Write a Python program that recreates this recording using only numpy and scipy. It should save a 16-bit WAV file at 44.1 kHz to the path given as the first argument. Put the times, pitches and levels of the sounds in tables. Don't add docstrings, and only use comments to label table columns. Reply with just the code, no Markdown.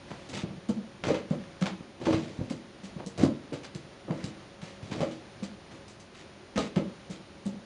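import sys
import numpy as np
from scipy import signal
from scipy.fft import rfft, irfft, next_fast_len
from scipy.io import wavfile
from scipy.ndimage import uniform_filter1d

SR = 44100
rng = np.random.default_rng(int(sys.argv[2]) if len(sys.argv) > 2 else 0)


def master(y):
    cut = np.clip(np.atleast_2d(y).T, -1, 1)
    pcm = np.round(cut * 32767)
    wavfile.write(sys.argv[1], SR, pcm.astype(np.int16))


N = 337365
GRIT_HZ, GRIT_DB = 900, 3.5


def undb(db):
    return 10 ** (np.asarray(db) / 20)


def unit(x):
    return x / np.sqrt(np.mean(x ** 2))


def colour(x, points):
    size = next_fast_len(len(x))
    hz, db = np.transpose(points)
    bins_hz = np.arange(size // 2 + 1) * SR / size
    gain = undb(np.interp(np.log(bins_hz + 1), np.log(hz), db))
    return irfft(rfft(x, size) * gain, size)[:len(x)]


def fade(t, t60):
    return np.exp(-np.log(1000) * t / np.clip(t60, .01, 2))


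def add(out, start_s, x):
    i = int(start_s * SR)
    out[i:i + len(x)] += x[:N - i]


def walk(rate):
    held = int(SR / rate)
    levels = np.repeat(rng.standard_normal(N // held + 1), held)
    return uniform_filter1d(levels, held)[:N] * 1.2


# (frequency [Hz], relative density [dB per Hz])
FLOOR_SPECTRUM = [(15, -50), (25, 10), (163, 1.5), (284, -3), (357, -1.5), (483, -9.5), (548, -4.5),
                  (957, -9), (4150, -16.5), (7070, -24.5), (7820, -43.5), (8880, -25.5), (10600, -32.5)]
# (frequency [Hz], bandwidth [Hz], rms level [dB])
HUM_BANDS = [(200.7, 11, -60), (362, 61, -59), (553, 5.7, -62)]


def quiet(floor_db=-49.5, drift_hz=6, drift_db=0.81):
    floor = unit(colour(rng.standard_normal(N), FLOOR_SPECTRUM))
    out = undb(floor_db) * floor * undb(drift_db * walk(drift_hz))
    for hz, width_hz, db in HUM_BANDS:
        b, a = signal.iirpeak(hz, hz / width_hz, SR)
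        out += undb(db) * unit(signal.lfilter(b, a, rng.standard_normal(N)))
    return out


# (centre [Hz], decay time t60 before the cap in room() [s], level [dB])
ROOM_BANDS = [(166, 0.59, -7), (353, 0.43, -6.5), (1030, 0.23, -6.5), (2920, 0.9, -8), (5000, 0.037, -3.5)]


def room(x, first_s=0.0109, longest_s=.45):
    t, tail = np.arange(int(.7 * SR)) / SR, 0
    for hz, t60, db in ROOM_BANDS:
        sos = signal.butter(2, [hz / 1.6, hz * 1.6], "band", fs=SR, output="sos")
        decay = fade(t, min(t60, longest_s)) * (t > first_s)
        band = signal.sosfilt(sos, rng.standard_normal(len(t)) * decay)
        tail = tail + undb(db) * band * np.sqrt(2 * hz / SR / np.sum(band ** 2))
    return signal.fftconvolve(x, tail)[:N]


# (time [s], length [s], from [Hz], to [Hz], roughness rate [1/s], level before roughness [dB])
SQUEAK_SLIP = (4.145, .12, 1400., 2100., 1400., -52)


def squeak():
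    s, length, from_hz, to_hz, rough_hz, db = SQUEAK_SLIP
    out, t = np.zeros(N), np.arange(int(length * SR)) / SR
    cycles = from_hz * t + (to_hz - from_hz) * t ** 2 / (2 * length)
    swell = np.sin(np.pi * t / length)
    add(out, s, undb(db) * swell * np.sin(2 * np.pi * cycles) * walk(rough_hz)[:len(t)])
    return out


# (frequency [Hz], relative level [dB], decay time t60 [s])
BALLOON_MODES = [(160.2, 0.5, 0.11), (202, -3, 0.1), (258.7, 0, 0.088), (322.2, 4.5, 0.059),
                 (438, -4, 0.065), (499, -4, 0.07), (590, -7.5, 0.054), (620, -14, 0.026),
                 (837, -17.5, 0.063), (1040, -15.5, 0.031)]


def ring(t, strength, detune):
    return sum(g * undb(db) * np.sin(2 * np.pi * hz * d * t) * fade(t, t60)
               for (hz, db, t60), g, d in zip(BALLOON_MODES, strength, detune))


# (frequency [Hz], relative density [dB per Hz])
FIBRE_SPECTRUM = [(290, -4.5), (600, -7.5), (900, -5.5), (1350, -9), (2200, -7), (6280, -17),
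                  (10600, -32.5)]


def tilt(noise, db):
    fibres = colour(noise, FIBRE_SPECTRUM)
    return unit(colour(fibres, [(500, -3 * db), (4000, 0), (8000, db)]))


# (time [s], length [s], drumming level [dB], hiss level [dB], change to the end [dB])
RUB_DRAGS = [(0.076, 0.21, -51.5, -56.5, -4.5), (0.281, 0.11, -45, -63, 5), (0.327, 0.11, -46, -40, -7),
             (1.051, 0.045, -41.5, -55, 21.5), (1.085, 0.14, -39, -44, -19), (1.305, 0.034, -35, -48, -13),
             (1.993, 0.062, -44.5, -60, 11.5), (2.085, 0.46, -35, -45.5, -21.5),
             (3.174, 0.073, -31.5, -49.5, 7.5), (3.248, 0.057, -32, -63, -28), (3.628, 0.035, -69, -49, -3),
             (4.118, 0.18, -46.5, -58, 0.5), (4.613, 0.17, -72, -46.5, -19), (4.817, 0.19, -49.5, -59, 6),
             (4.925, 0.11, -42, -56, 0), (5.008, 0.24, -37, -52, -21.5), (5.707, 0.09, -42.5, -54, -11),
             (6.142, 0.089, -74, -55.5, 1.5), (6.582, 0.11, -35.5, -39, -14.5),
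             (6.753, 0.2, -33, -64, -26.5), (7.104, 0.078, -54, -47, -17)]


def rubs(slips_hz=1434.0, slip_db=2.5, edge_s=0.0089, bright_db=0.74):
    drum, hiss, t = np.zeros(N), np.zeros(N), np.arange(SR // 2) / SR
    for s, length, drum_db, hiss_db, change_db in RUB_DRAGS:
        edges = np.clip(np.minimum(t, length - t) / edge_s, 0, 1)
        shape = edges * undb(change_db * np.minimum(t / length, 1))
        add(drum, s, undb(drum_db) * shape)
        add(hiss, s, undb(hiss_db) * shape * tilt(rng.standard_normal(len(t)), bright_db))
    slips = rng.random(N) < slips_hz / SR
    slips = slips * undb(slip_db * rng.exponential(size=N)) * rng.choice([-1, 1], N)
    body = ring(t, np.ones(len(BALLOON_MODES)), np.ones(len(BALLOON_MODES)))
    loud = np.sqrt(np.mean(slips ** 2) * np.sum(body ** 2))
    drumming = signal.fftconvolve(slips * drum, body)[:N] / loud
    return drumming + hiss * undb(GRIT_DB * walk(GRIT_HZ))


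# (time [s], nominal level shared by tick and hiss [dB],
# brightness [dB per octave], balance of claw tick over hiss, before the tick is doubled [dB])
SCUFF_STROKES = [(0.103, -32, -5, -22), (.289, -38, 5.5, -8), (.687, -37.5, 6, -5),
                 (1.038, -16.5, -3.5, 3.5), (1.091, -22.5, -4, -8), (1.144, -22, -3.5, -4),
                 (1.303, -40.5, 3, 11), (1.326, -41, 1, 1), (1.439, -37, -5, 9), (1.611, -31, 2, -6),
                 (1.6245, -19, -3, 12), (1.658, -19.5, -2, 3), (1.667, -19, -3.5, 9),
                 (2.015, -33.5, -4, 15), (2.053, -26, -1.5, -14), (2.07, -14.5, -8.5, 6),
                 (2.126, -21.5, -2.5, -11), (2.498, -35, 4, -15), (2.836, -38.5, 4, -7),
                 (2.988, -29.5, -7.5, -20), (3.063, -32, 10.5, 8), (3.177, -34, 8, 2),
                 (3.211, -28, -1.5, -3), (3.235, -29, 6.5, 6), (3.527, -35.5, 1.5, -19),
                 (3.6503, -28.5, -2.5, 7), (3.749, -31.5, 5.5, 10), (4.086, -38, -20, 1),
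                 (4.109, -29.5, -4.5, 14), (4.241, -28, 5.5, 9.5), (4.828, -43, 3, 5),
                 (4.914, -26.5, -2, -11), (5.006, -25.5, 0, 1), (5.014, -28, -2, 8),
                 (5.111, -39.5, 1.5, -8), (5.428, -36, 2.5, -16), (5.88, -42.5, 9, -6), (5.998, -44, 8, -1),
                 (6.559, -23, -2, -5), (6.578, -20.5, 3, 13), (6.76, -23.5, -2, 1), (7.1, -41, 8, -11),
                 (7.454, -40.5, 8.5, -4)]


def scuffs(rise_s=.0004, tick_s=.0014, brush_s=.003, thin_hz=900, t60_s=0.19):
    hiss, ticks, t = np.zeros(N), np.zeros(N), np.arange(SR // 2) / SR
    catch = np.exp(-t / tick_s) * (1 - np.exp(-t / rise_s))
    settle = fade(t, t60_s) * (1 - np.exp(-t / brush_s))
    b, a = signal.butter(1, thin_hz, "high", fs=SR)
    for s, db, tilt_db, tick_db in SCUFF_STROKES:
        fibres = tilt(rng.standard_normal(len(t)), tilt_db)
        gain = undb(db) / (1 + undb(tick_db)) / 2
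        tick = catch * signal.lfilter(b, a, fibres)
        tick = tick * np.sqrt(np.sum(catch ** 2) / np.sum(tick ** 2))
        add(ticks, s - rise_s, gain * undb(tick_db) * 2 * tick)
        add(hiss, s - rise_s, gain * settle * fibres)
    return ticks + hiss * undb(GRIT_DB * walk(GRIT_HZ))


# (time [s], thump envelope peak [dB], settled thump pitch [Hz],
# thump swell before limits [s]: short for a paw blow, long for a free bounce)
THUD_BLOWS = [(0.113, -36, 126, 0.0078), (0.292, -36, 264, 0.0052), (.437, -21.5, 158, 0.0046),
              (0.505, -29.5, 156, 0.0053), (0.566, -35.5, 169, 0.013), (0.691, -18, 212, 0.011),
              (0.769, -35.5, 209, 0.014), (1.037, -30.5, 175, 0.0045), (1.0879, -18.5, 420, 0.0015),
              (1.107, -19, 422, 0.0034), (1.31, -16.5, 178, 0.0046), (1.326, -32.5, 558, 0.012),
              (1.618, -17.5, 180.7, 0.011), (1.809, -32.5, 157, 0.0029), (2.016, -32, 331, 0.0079),
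              (2.067, -20, 322.5, 0.021), (2.071, -25, 556, 0.019), (2.13, -25.5, 443, 0.012),
              (2.145, -13, 101, 0.0016), (2.392, -18.5, 105, 0.0017), (2.415, -17, 116, 0.0023),
              (2.507, -22.5, 228, 0.0056), (2.834, -34.5, 190, 0.011), (2.965, -28.5, 160, 0.005),
              (3.065, -31, 187, 0.0081), (3.18, -31.5, 407, 0.0016), (3.197, -25, 109, 0.0081),
              (3.2365, -8.5, 235, 0.003), (3.251, -16, 246, 0.003), (3.525, -26.5, 306, 0.0017),
              (3.536, -27, 290, 0.0048), (3.755, -27.5, 150, 0.0053), (4.084, -29, 388, 0.0014),
              (4.103, -23.5, 168, 0.0093), (4.109, -31, 559, 0.0049), (4.245, -21.5, 141, 0.0029),
              (4.629, -32, 160, 0.0067), (4.83, -30.5, 99, 0.0061), (4.921, -24, 173, 0.0029),
              (5.007, -25, 543, 0.0017), (5.015, -24, 170, 0.0083), (5.027, -23.5, 524, 0.0059),
              (5.427, -25.5, 195, 0.0076), (6.56, -22.5, 199, 0.0089), (6.579, -26, 504, 0.005),
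              (6.58, -32, 1218, 0.01), (6.768, -13, 170, 0.0058), (6.792, -35, 537, 0.012),
              (7.1, -29.5, 174.4, 0.0092), (7.459, -24, 198, 0.013), (7.543, -38, 232, 0.009)]
HARD_DB, HARD_PER_OCTAVE_DB, SOFTER_PER_DB = 3.5, 5, 0.1073
MIDDLING_HZ, MIDDLING_DB = 200, -25
SAG, SAG_S = 0.15, 0.0057


def thuds(lead_s=0.003093, ring_db=-16.5, burst_s=0.029, scatter_db=-0.5):
    out, t = np.zeros(N), np.arange(SR // 2) / SR
    mode_hz = np.array(BALLOON_MODES)[:, 0]
    octaves = np.minimum(np.log2(mode_hz / mode_hz[0]), 2)
    chance = rng.standard_normal((len(THUD_BLOWS), 2, len(BALLOON_MODES)))
    sagging_t = t + SAG * SAG_S * (1 - np.exp(-t / SAG_S))
    for (s, db, hz, swell_s), (scatter, detune) in zip(THUD_BLOWS, chance):
        hard_db = HARD_DB + HARD_PER_OCTAVE_DB * np.log2(hz / MIDDLING_HZ)
        hard_db -= SOFTER_PER_DB * (db - MIDDLING_DB)
        push = t / np.clip(swell_s, .002, .05)
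        thump = np.sin(2 * np.pi * hz * sagging_t) * (push * np.exp(1 - push)) ** 2
        strength = undb(ring_db + hard_db * octaves + scatter_db * scatter)
        skin = ring(t, strength, 1 + 0.043 * detune)
        burst = rng.standard_normal(len(t)) * np.exp(-t / burst_s)
        burst = burst / np.sqrt(np.sum(burst ** 2))
        skin = signal.fftconvolve(skin, burst)[:len(t)]
        add(out, s - lead_s, undb(db) * (thump + skin))
    return out


def scene():
    play = thuds() + scuffs() + rubs() + squeak()
    return np.tile(play + room(play) + quiet(), (2, 1))


def record(dry, bass_hz=95., top_hz=10500):
    dry = signal.sosfilt(signal.butter(2, bass_hz, "high", fs=SR, output="sos"), dry)
    return signal.sosfilt(signal.ellip(12, .2, 100, top_hz, fs=SR, output="sos"), dry)


dry = scene()
out = record(dry)
master(out)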